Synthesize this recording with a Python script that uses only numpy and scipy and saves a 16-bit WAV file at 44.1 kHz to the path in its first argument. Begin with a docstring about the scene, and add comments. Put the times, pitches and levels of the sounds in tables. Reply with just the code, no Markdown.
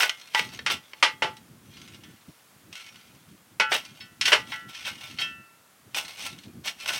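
"""A steel shovel digs charcoal beside a cast-iron pot, tips it on the lid, then rakes coals round the pot.
The blade clanks on the iron, choked while loaded, ringing once empty; brittle coals crunch, slide, tick.
A corrugated windbreak adds short echoes. Light wind flutters on the microphone over quiet outdoor hiss."""
import sys
import numpy as np
from scipy import signal
from scipy.fft import rfft, irfft
from scipy.io import wavfile
from scipy.ndimage import uniform_filter1d

SR = 44100
rng = np.random.default_rng(int(sys.argv[2]) if len(sys.argv) > 2 else 0)


def wav_out(sig):
    """Save sig, one row per channel (or a flat mono array), as 16-bit PCM at SR to the path in sys.argv[1]."""
    wavfile.write(sys.argv[1], SR, np.round(np.clip(np.atleast_2d(sig).T, -1, 1) * 32767).astype(np.int16))


N = 308382
TIME_S = np.arange(N) / SR

# shovel blows: (time [s], level [dB], bass [dB], clatter t60 [s], contact [0 tip in coals, 1 side on pot])
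SHOVEL_BLOWS = [(.004, -17.5, -25, 0.089, 0.94), (.03, -12, -2, 0.067, 0.64),
                (0.094, -12, -15, 0.027, 0.46), (.347, -13, -12, 0.051, 0.88),
                (.377, -28.5, -12, 0.092, 0.23), (0.393, -15.5, -2, 0.035, 0.58),
                (.59, -32, 17, 0.029, 0.24), (.662, -16.5, -13, 0.12, 0.73), (.699, -20, -2, .14, 0.63),
                (.933, -33.5, 8, 0.02, 0.65), (1.026, -8.5, -4, 0.16, 0.81), (1.221, -18, 12, 0.19, 0.92),
                (2.038, -67, -17, .09, 0.58), (3.598, -13.5, -5.5, 0.11, .8),
                (3.618, -28.5, 9, 0.073, 0.98), (3.717, -16, 6, 0.14, 0.62), (3.748, -18.5, 13, 0.05, 0.27),
                (4.006, -56, -13, 0.14, 0.3), (4.211, -15.5, -38, 0.095, 0.41),
                (4.254, -17.5, -42.5, 0.17, 0.14), (4.279, -14, 2, 0.038, 0.68),
                (4.319, -12, -0.5, 0.16, 0.83), (4.328, -10, 5.5, 0.12, 0.61), (4.519, -31, -8, 0.1, 0.9),
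                (4.747, -50, -25, 0.078, 0), (4.849, -43, -30, 0.074, 0), (4.878, -29.5, -4, 0.034, 0.83),
                (5.186, -33, -14, 0.34, 0.43), (5.216, -35.5, -20, .12, 0.06),
                (6.678, -21.5, -34, 0.047, 0.45), (6.859, -24, 2, 0.013, 0.61),
                (6.89, -19.5, -22, 0.031, 0.43), (6.903, -24.5, 11, 0.033, 0.78)]
# steel-on-iron clatter: (frequency [Hz], level [dB])
CLATTER_SPECTRUM = [(100, -32), (250, -22.5), (400, -8), (700, -8), (1000, -3.5), (2000, -2), (3000, 3.5),
                    (3700, -6), (5500, -5.5), (7200, -16.5), (8500, -17.5), (11000, -24), (16000, -49)]
# blade modes: (frequency [Hz], t60 [s], tip-struck level [dB], side-struck level [dB])
BLADE_MODES = [(1354, .9, -22, -9), (1487, .5, -16, -7), (1690, .55, -28, -16), (1776, .62, -6.5, -19),
               (1954, .62, -10.5, -9), (2659, .56, -10, -20), (2955, .38, -7, -15), (1075, .13, -26, -8),
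               (2050, .1, -16, -2), (2153, .18, -16, -1), (2250, .17, -10, -3), (2541, .24, -20, -7),
               (2730, .12, -5, -2), (3187, .17, 2, -10), (3386, .12, -12, -7), (3817, .2, -4, -12),
               (4420, .14, -8, -16), (5276, .15, -5, -18), (5787, .17, -13, -25)]
# pot and lid modes: (frequency [Hz], t60 [s], level [dB])
POT_MODES = [(385, 0.35, -14), (503, 0.22, -7.5), (583, 0.057, 6), (867.7, 0.29, 4.5), (965, 0.084, 9.5),
             (1205, 0.3, -3), (1406, 0.056, 13.5), (1558, .18, 3.5), (1670, 0.059, -31), (1958, 0.27, 8.5),
             (1984, 0.2, 2.5), (2135, 0.25, 2.5), (2357, 0.028, -46), (2850, 0.12, -47), (2869, .16, -32.5),
             (2970, 0.195, -19), (3270, 0.65, -12), (4199, 0.2, -23)]
# coals on or around the blade: (start [s], end [s])
CHOKED_SPANS = [(0, 1.9), (3.705, 3.8), (4.21, 4.41), (4.69, 5.17), (5.94, 7)]
# blade pushes through the coals: (peak time [s], level [dB], rise + fall [s])
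PUSHES = [(0.017, -20, 0.061), (0.388, -30, 0.08), (0.54, -43, 0.034), (0.722, -25.5, 0.037),
          (3.746, -25, 0.061), (4.004, -51.5, 0.12), (4.29, -25.5, 0.087), (4.532, -41.5, 0.11),
          (4.703, -42.5, 0.035), (4.88, -30.5, 0.046), (5.06, -43.5, 0.16), (5.215, -33.5, 0.042),
          (5.975, -25, 0.038), (6.088, -44, 0.23), (6.212, -38, 0.071), (6.266, -37, 0.05),
          (6.662, -36, 0.033), (6.689, -31.5, 0.035), (6.844, -39, 0.098), (6.891, -28, 0.036),
          (6.964, -32, 0.088)]
# coals sliding off or settling: (peak time [s], level [dB], rise [s], fall [s])
COAL_SPILLS = [(.2, -48, 0.16, 0.39), (.87, -53.5, 0.036, 0.08), (1.8, -50.5, 0.096, 0.28),
               (2.769, -39.5, 0.029, 0.058), (2.87, -50, 0.013, 0.23), (3.85, -48, 0.0066, 0.064),
               (4.776, -39.5, 0.044, 0.12), (6.388, -53, 0.027, .045)]
# charcoal fracture: (frequency [Hz], level [dB])
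COAL_SPECTRUM = [(100, -48), (300, -21), (500, -31.5), (800, -10), (1600, -4), (2200, -1), (2900, 5.5),
                 (4600, -3), (5900, 0.5), (7200, -12), (8400, -5), (9500, -13), (13000, -14.5),
                 (16000, -66)]
# outdoor hiss: (frequency [Hz], level [dB])
HISS_SPECTRUM = [(30, -39), (100, -1), (400, 0), (1300, 1.5), (2500, -3), (5000, -6.5), (10000, -6.5),
                 (16000, -9.5)]
# gusts: (start [s], end [s], level [dB])
WIND_GUSTS = [(0.413, 0.782, -46.5), (1.11, 2.14, -54), (2.555, 2.708, -61.5), (2.94, 3.34, -59),
              (3.53, 4.65, -55.5), (4.82, 5.407, -57.5), (5.868, 7.003, -59.5)]
# strongest buffets: (time [s], level [dB], half width [s])
WIND_BUFFETS = [(2.293, -40, 0.011), (3.309, -66, 0.021), (4.672, -49, 0.03), (5.874, -53.5, 0.01),
                (6.481, -42, 0.025), (6.578, -46.5, 0.033)]
# wind on the microphone: (frequency [Hz], level [dB])
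WIND_SPECTRUM = [(25, -36), (45, -21), (70, -6), (110, 1), (220, 1), (320, -3.5), (450, -16), (800, -29),
                 (2000, -64.5)]
# single coals cracking or dropping: (time [s], level [dB])
COAL_TICKS = [(0.5593, -48), (0.999, -51), (1.368, -46), (1.945, -44.5), (2.036, -46.5), (2.7273, -39.5),
              (3.8499, -40.5), (5.9454, -26), (6.049, -40.5), (6.435, -47), (6.9323, -31)]


def undb(db):
    """Decibels to gain."""
    return 10 ** (np.asarray(db) / 20)


def unit(x):
    """Scale to rms 1."""
    return x / np.sqrt(np.mean(x ** 2))


def decay(time_s, t60_s):
    """Gain falling 60 dB per t60_s."""
    return np.exp(-np.log(1000) * time_s / t60_s)


def add(out, start_s, x):
    """Mix x into out from start_s."""
    i = max(int(start_s * SR), 0)
    out[i:i + len(x)] += x[:N - i]


def colour(x, spectrum, taps=2048):
    """Minimum-phase filter through (Hz, dB) points; white noise keeps its power."""
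    hz, db = np.transpose(spectrum)
    bin_hz = np.arange(taps // 2 + 1) * SR / taps
    gain_db = np.interp(np.log(bin_hz + 1), np.log(hz), db)
    cepstrum = irfft(np.log(undb(gain_db)))
    cepstrum[1:taps // 2] *= 2
    cepstrum[taps // 2 + 1:] = 0
    response = irfft(np.exp(rfft(cepstrum)))
    return signal.fftconvolve(x, response / np.linalg.norm(response))[:len(x)]


def shelves(spectrum, bass_db, treble_db, bass_hz=800, treble_hz=3800):
    """Shelve both ends of a (Hz, dB) spectrum."""
    hz, db = np.transpose(spectrum)
    return np.c_[hz, db + bass_db / (1 + (hz / bass_hz) ** 3) + treble_db / (1 + (treble_hz / hz) ** 4)]


def wander(rate_hz):
    """Random steps, smoothed twice; rms 1."""
    hold = int(SR / rate_hz)
    steps = np.repeat(rng.standard_normal(N // hold + 1), hold)
    return unit(uniform_filter1d(uniform_filter1d(steps, hold), hold)[:N])


def burst(t60_s, spectrum, rise_s=0.00093):
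    """Decaying noise: dense modes dying together."""
    t = TIME_S[:SR // 3]
    envelope = decay(t, t60_s) * (1 - np.exp(-t / rise_s))
    return colour(envelope * rng.standard_normal(len(t)), spectrum)


def ring(hz, t60_s, db, scatter_db=4, rise_s=0.00085):
    """Decaying modes, gains scattered per strike; starts near rms 1."""
    t = TIME_S[:int(np.max(t60_s) * SR)]
    gains = undb(db + scatter_db * rng.standard_normal(len(hz)))
    phases = rng.uniform(0, 2 * np.pi, len(hz))
    waves = np.zeros(len(t))
    for mode_hz, life_s, gain, phase in np.broadcast(hz, t60_s, gains, phases):
        age_s = t[:int(life_s * SR)]
        add(waves, 0, gain * np.sin(2 * np.pi * mode_hz * age_s + phase) * decay(age_s, life_s))
    return waves * np.sqrt(2) / np.linalg.norm(gains) * (1 - np.exp(-t / rise_s))


def shovel_blows(crack_db=-5.5, crack_t60_s=0.021, clatter_db=-2, firm_db=-20, empty_db=4.5):
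    """Each blow cracks, clatters and rings blade and pot; coals on the blade choke its ring."""
    out = np.zeros(N)
    blade_hz, blade_t60_s, tip_db, side_db = np.transpose(BLADE_MODES)
    pot_hz, pot_t60_s, pot_mode_db = np.transpose(POT_MODES)
    for start_s, db, bass_db, t60_s, contact in SHOVEL_BLOWS:
        treble_db = np.interp(contact, [0, 1], [4, -8.5])
        clatter_spectrum = shelves(CLATTER_SPECTRUM, bass_db, treble_db)
        add(out, start_s, undb(db + crack_db) * burst(crack_t60_s, clatter_spectrum))
        add(out, start_s, undb(db + clatter_db) * burst(t60_s, clatter_spectrum))

        struck_db = tip_db + contact * (side_db - tip_db)
        blade = ring(blade_hz, blade_t60_s, shelves(np.c_[blade_hz, struck_db], bass_db, 0)[:, 1])
        when_s = start_s + TIME_S[:len(blade)]
        choked = sum((from_s <= when_s) & (when_s < to_s) for from_s, to_s in CHOKED_SPANS)
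        damping = decay(np.cumsum(choked) / SR, 2 * t60_s)
        blade_db = np.interp(contact, [0, 1], [1.5, -9.5]) + empty_db * (1 - choked[0])
        blade_db += 0.42 * (firm_db - db)  # taps mostly ring, hard blows mostly clatter
        add(out, start_s, undb(db + blade_db) * blade * damping)

        pot = ring(pot_hz, pot_t60_s, shelves(np.c_[pot_hz, pot_mode_db], bass_db, treble_db)[:, 1])
        pot_db = np.interp(contact, [0, 1], [-49.5, 1.5])
        add(out, start_s, undb(db + pot_db) * pot)
    return out


def fractures(rate_hz, spread_db):
    """Random brittle impulses: many small, few large."""
    sizes = undb(spread_db * np.minimum(rng.exponential(size=N), 4))
    breaks = rng.random(N) < rate_hz / SR
    return unit(breaks * sizes * rng.choice([-1, 1], N))


def lump_pitches_hz(count, low_hz, high_hz):
    """Log-uniform pitches of assorted charcoal lumps."""
    return np.exp(rng.uniform(np.log(low_hz), np.log(high_hz), count))


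def lump_clinks(force, count=30, t60_s=0.22):
    """Each fracture rings one lump, a two-pole resonator."""
    angles_rad = 2 * np.pi * lump_pitches_hz(count, 2000, 9000) / SR
    struck = rng.integers(count, size=N)
    radius = decay(1 / SR, t60_s)
    out = np.zeros(N)
    for lump, angle in enumerate(angles_rad):
        feedback = [1, -2 * radius * np.cos(angle), radius ** 2]
        out += signal.lfilter([np.sin(angle)], feedback, force * (struck == lump) + 1e-12)
    return unit(colour(out, COAL_SPECTRUM))


def coal_crunch(rate_hz, buried_t60_s=0.294, crumb_t60_s=0.036, steel_db=-6, clink_db=-3):
    """Fractures rattle the half-buried blade, shed crumbs and clink lumps."""
    force = fractures(rate_hz, spread_db=4)
    hz, free_t60_s, tip_db, side_db = np.transpose(BLADE_MODES)
    damped_t60_s = 1 / (1 / free_t60_s + 1 / buried_t60_s)
    blade = ring(hz, damped_t60_s, np.maximum(tip_db, side_db))
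    steel = unit(signal.fftconvolve(force, blade)[:N])
    power_pole = decay(1 / SR, crumb_t60_s) ** 2
    crumb_power = signal.lfilter([1], [1, -power_pole], force ** 2 + 1e-12)
    crumbs = unit(colour(np.sqrt(crumb_power) * rng.standard_normal(N), COAL_SPECTRUM))
    return unit(crumbs + undb(clink_db) * lump_clinks(force) + undb(steel_db) * steel)


def pushes_and_spills(loose_db=-47, packed_db=-28, rise_share=0.46, screened_until_s=5.5):
    """Gentle moves roll single lumps, hard ones crush many; pushes carry more low grind than spills."""
    out = np.zeros(N)
    loose, packed = coal_crunch(rate_hz=240), coal_crunch(rate_hz=750)
    grind_spectrum = [(100, -26.5), (300, -12), (480, -5.5), (700, 2), (1100, -1), (1800, -27.5),
                      (4000, -13)]
    grind = 0.19 * colour(fractures(rate_hz=810, spread_db=3.5), grind_spectrum)
    highpass = signal.butter(1, 5000, "high", fs=SR, output="sos")

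    def swell(peak_s, db, rise_s, fall_s, grind_db, treble_db):
        span = slice(max(int((peak_s - 3 * rise_s) * SR), 0), int((peak_s + 7 * fall_s) * SR))
        t = TIME_S[span] - peak_s
        envelope = undb(db) * np.exp(-np.maximum(t / fall_s, 0) - np.minimum(t / rise_s, 0) ** 2)
        pressure = np.interp(db, [loose_db, packed_db], [0, 1])
        coals = np.sqrt(pressure) * packed[span] + np.sqrt(1 - pressure) * loose[span]
        coals += (undb(treble_db) - 1) * signal.sosfilt(highpass, coals)
        out[span] += envelope * (coals + undb(grind_db) * grind[span])

    for peak_s, db, length_s in PUSHES:
        rise_s = rise_share * length_s
        screen_db = -5 if peak_s < screened_until_s else 0  # shovel behind the pot
        swell(peak_s, db, rise_s, length_s - rise_s, grind_db=3.5, treble_db=screen_db)
    for spill in COAL_SPILLS:
        swell(*spill, grind_db=-7.5, treble_db=-5)
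    return out


def outdoor_hiss(level_db=-58.5, drift_db=0.5):
    """Smooth noise, level drifting slightly."""
    return undb(level_db + drift_db * wander(3)) * colour(rng.standard_normal(N), HISS_SPECTRUM)


def wind(lull_db=-71.5, rise_s=0.027, fall_s=0.021, sag_db_per_s=0.5, trim_db=-1, swell_db=2, eddy_db=3):
    """Gusts arrive, sag and drop; eddies flutter on the microphone, with a few stronger buffets."""
    level = undb(lull_db)
    for start_s, end_s, db in WIND_GUSTS:
        age_s = TIME_S - start_s
        edges = np.exp(np.minimum(age_s / rise_s, 0) - np.maximum((TIME_S - end_s) / fall_s, 0))
        level = level + edges * undb(db - sag_db_per_s * np.maximum(age_s, 0))
    level *= undb(trim_db + swell_db * wander(13) + eddy_db * wander(45))
    for peak_s, db, half_width_s in WIND_BUFFETS:
        level += undb(db) * np.exp(-((TIME_S - peak_s) / half_width_s) ** 2)
    return level * colour(rng.standard_normal(N), WIND_SPECTRUM)


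def coal_ticks(crack_t60_s=0.075, clink_t60_s=0.061, clink_db=-3):
    """Single lumps crack or land with a dry clink."""
    out = np.zeros(N)
    crack_spectrum = shelves(COAL_SPECTRUM, bass_db=14, treble_db=-1)
    for start_s, db in COAL_TICKS:
        crack = burst(crack_t60_s, crack_spectrum, rise_s=0.00016)
        clink = ring(lump_pitches_hz(4, 2245, 6290), clink_t60_s, db=0)
        add(out, start_s, undb(db) * crack)
        add(out, start_s, undb(db + clink_db) * clink)
    return out


def windbreak(direct, echo_db=-13, t60_s=0.15, delay_s=0.005):
    """Curved sheet iron adds a quick scatter of echoes."""
    response = burst(t60_s, [(100, -11.5), (500, 6.5), (3000, 1.5), (7000, -1), (16000, 0)])
    echoes = signal.fftconvolve(direct, response / np.linalg.norm(response))[:N]
    out = direct.copy()
    add(out, delay_s, undb(echo_db) * echoes)
    return out


def scene():
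    """Shovel and coals inside the windbreak, wind and hiss around it; mono."""
    shovelling = shovel_blows() + pushes_and_spills() + coal_ticks()
    return (windbreak(shovelling) + wind() + outdoor_hiss())[None]


def record(dry):
    """48 Hz high-pass, clip at full scale, 16 kHz low-pass."""
    highpass = signal.butter(3, 48, "high", fs=SR, output="sos")
    lowpass = signal.ellip(10, 0.2, 70, 16000, fs=SR, output="sos")
    clipped = np.clip(signal.sosfilt(highpass, dry), -1, 1)
    return signal.sosfilt(lowpass, clipped)


dry = scene()
out = record(dry)
wav_out(out)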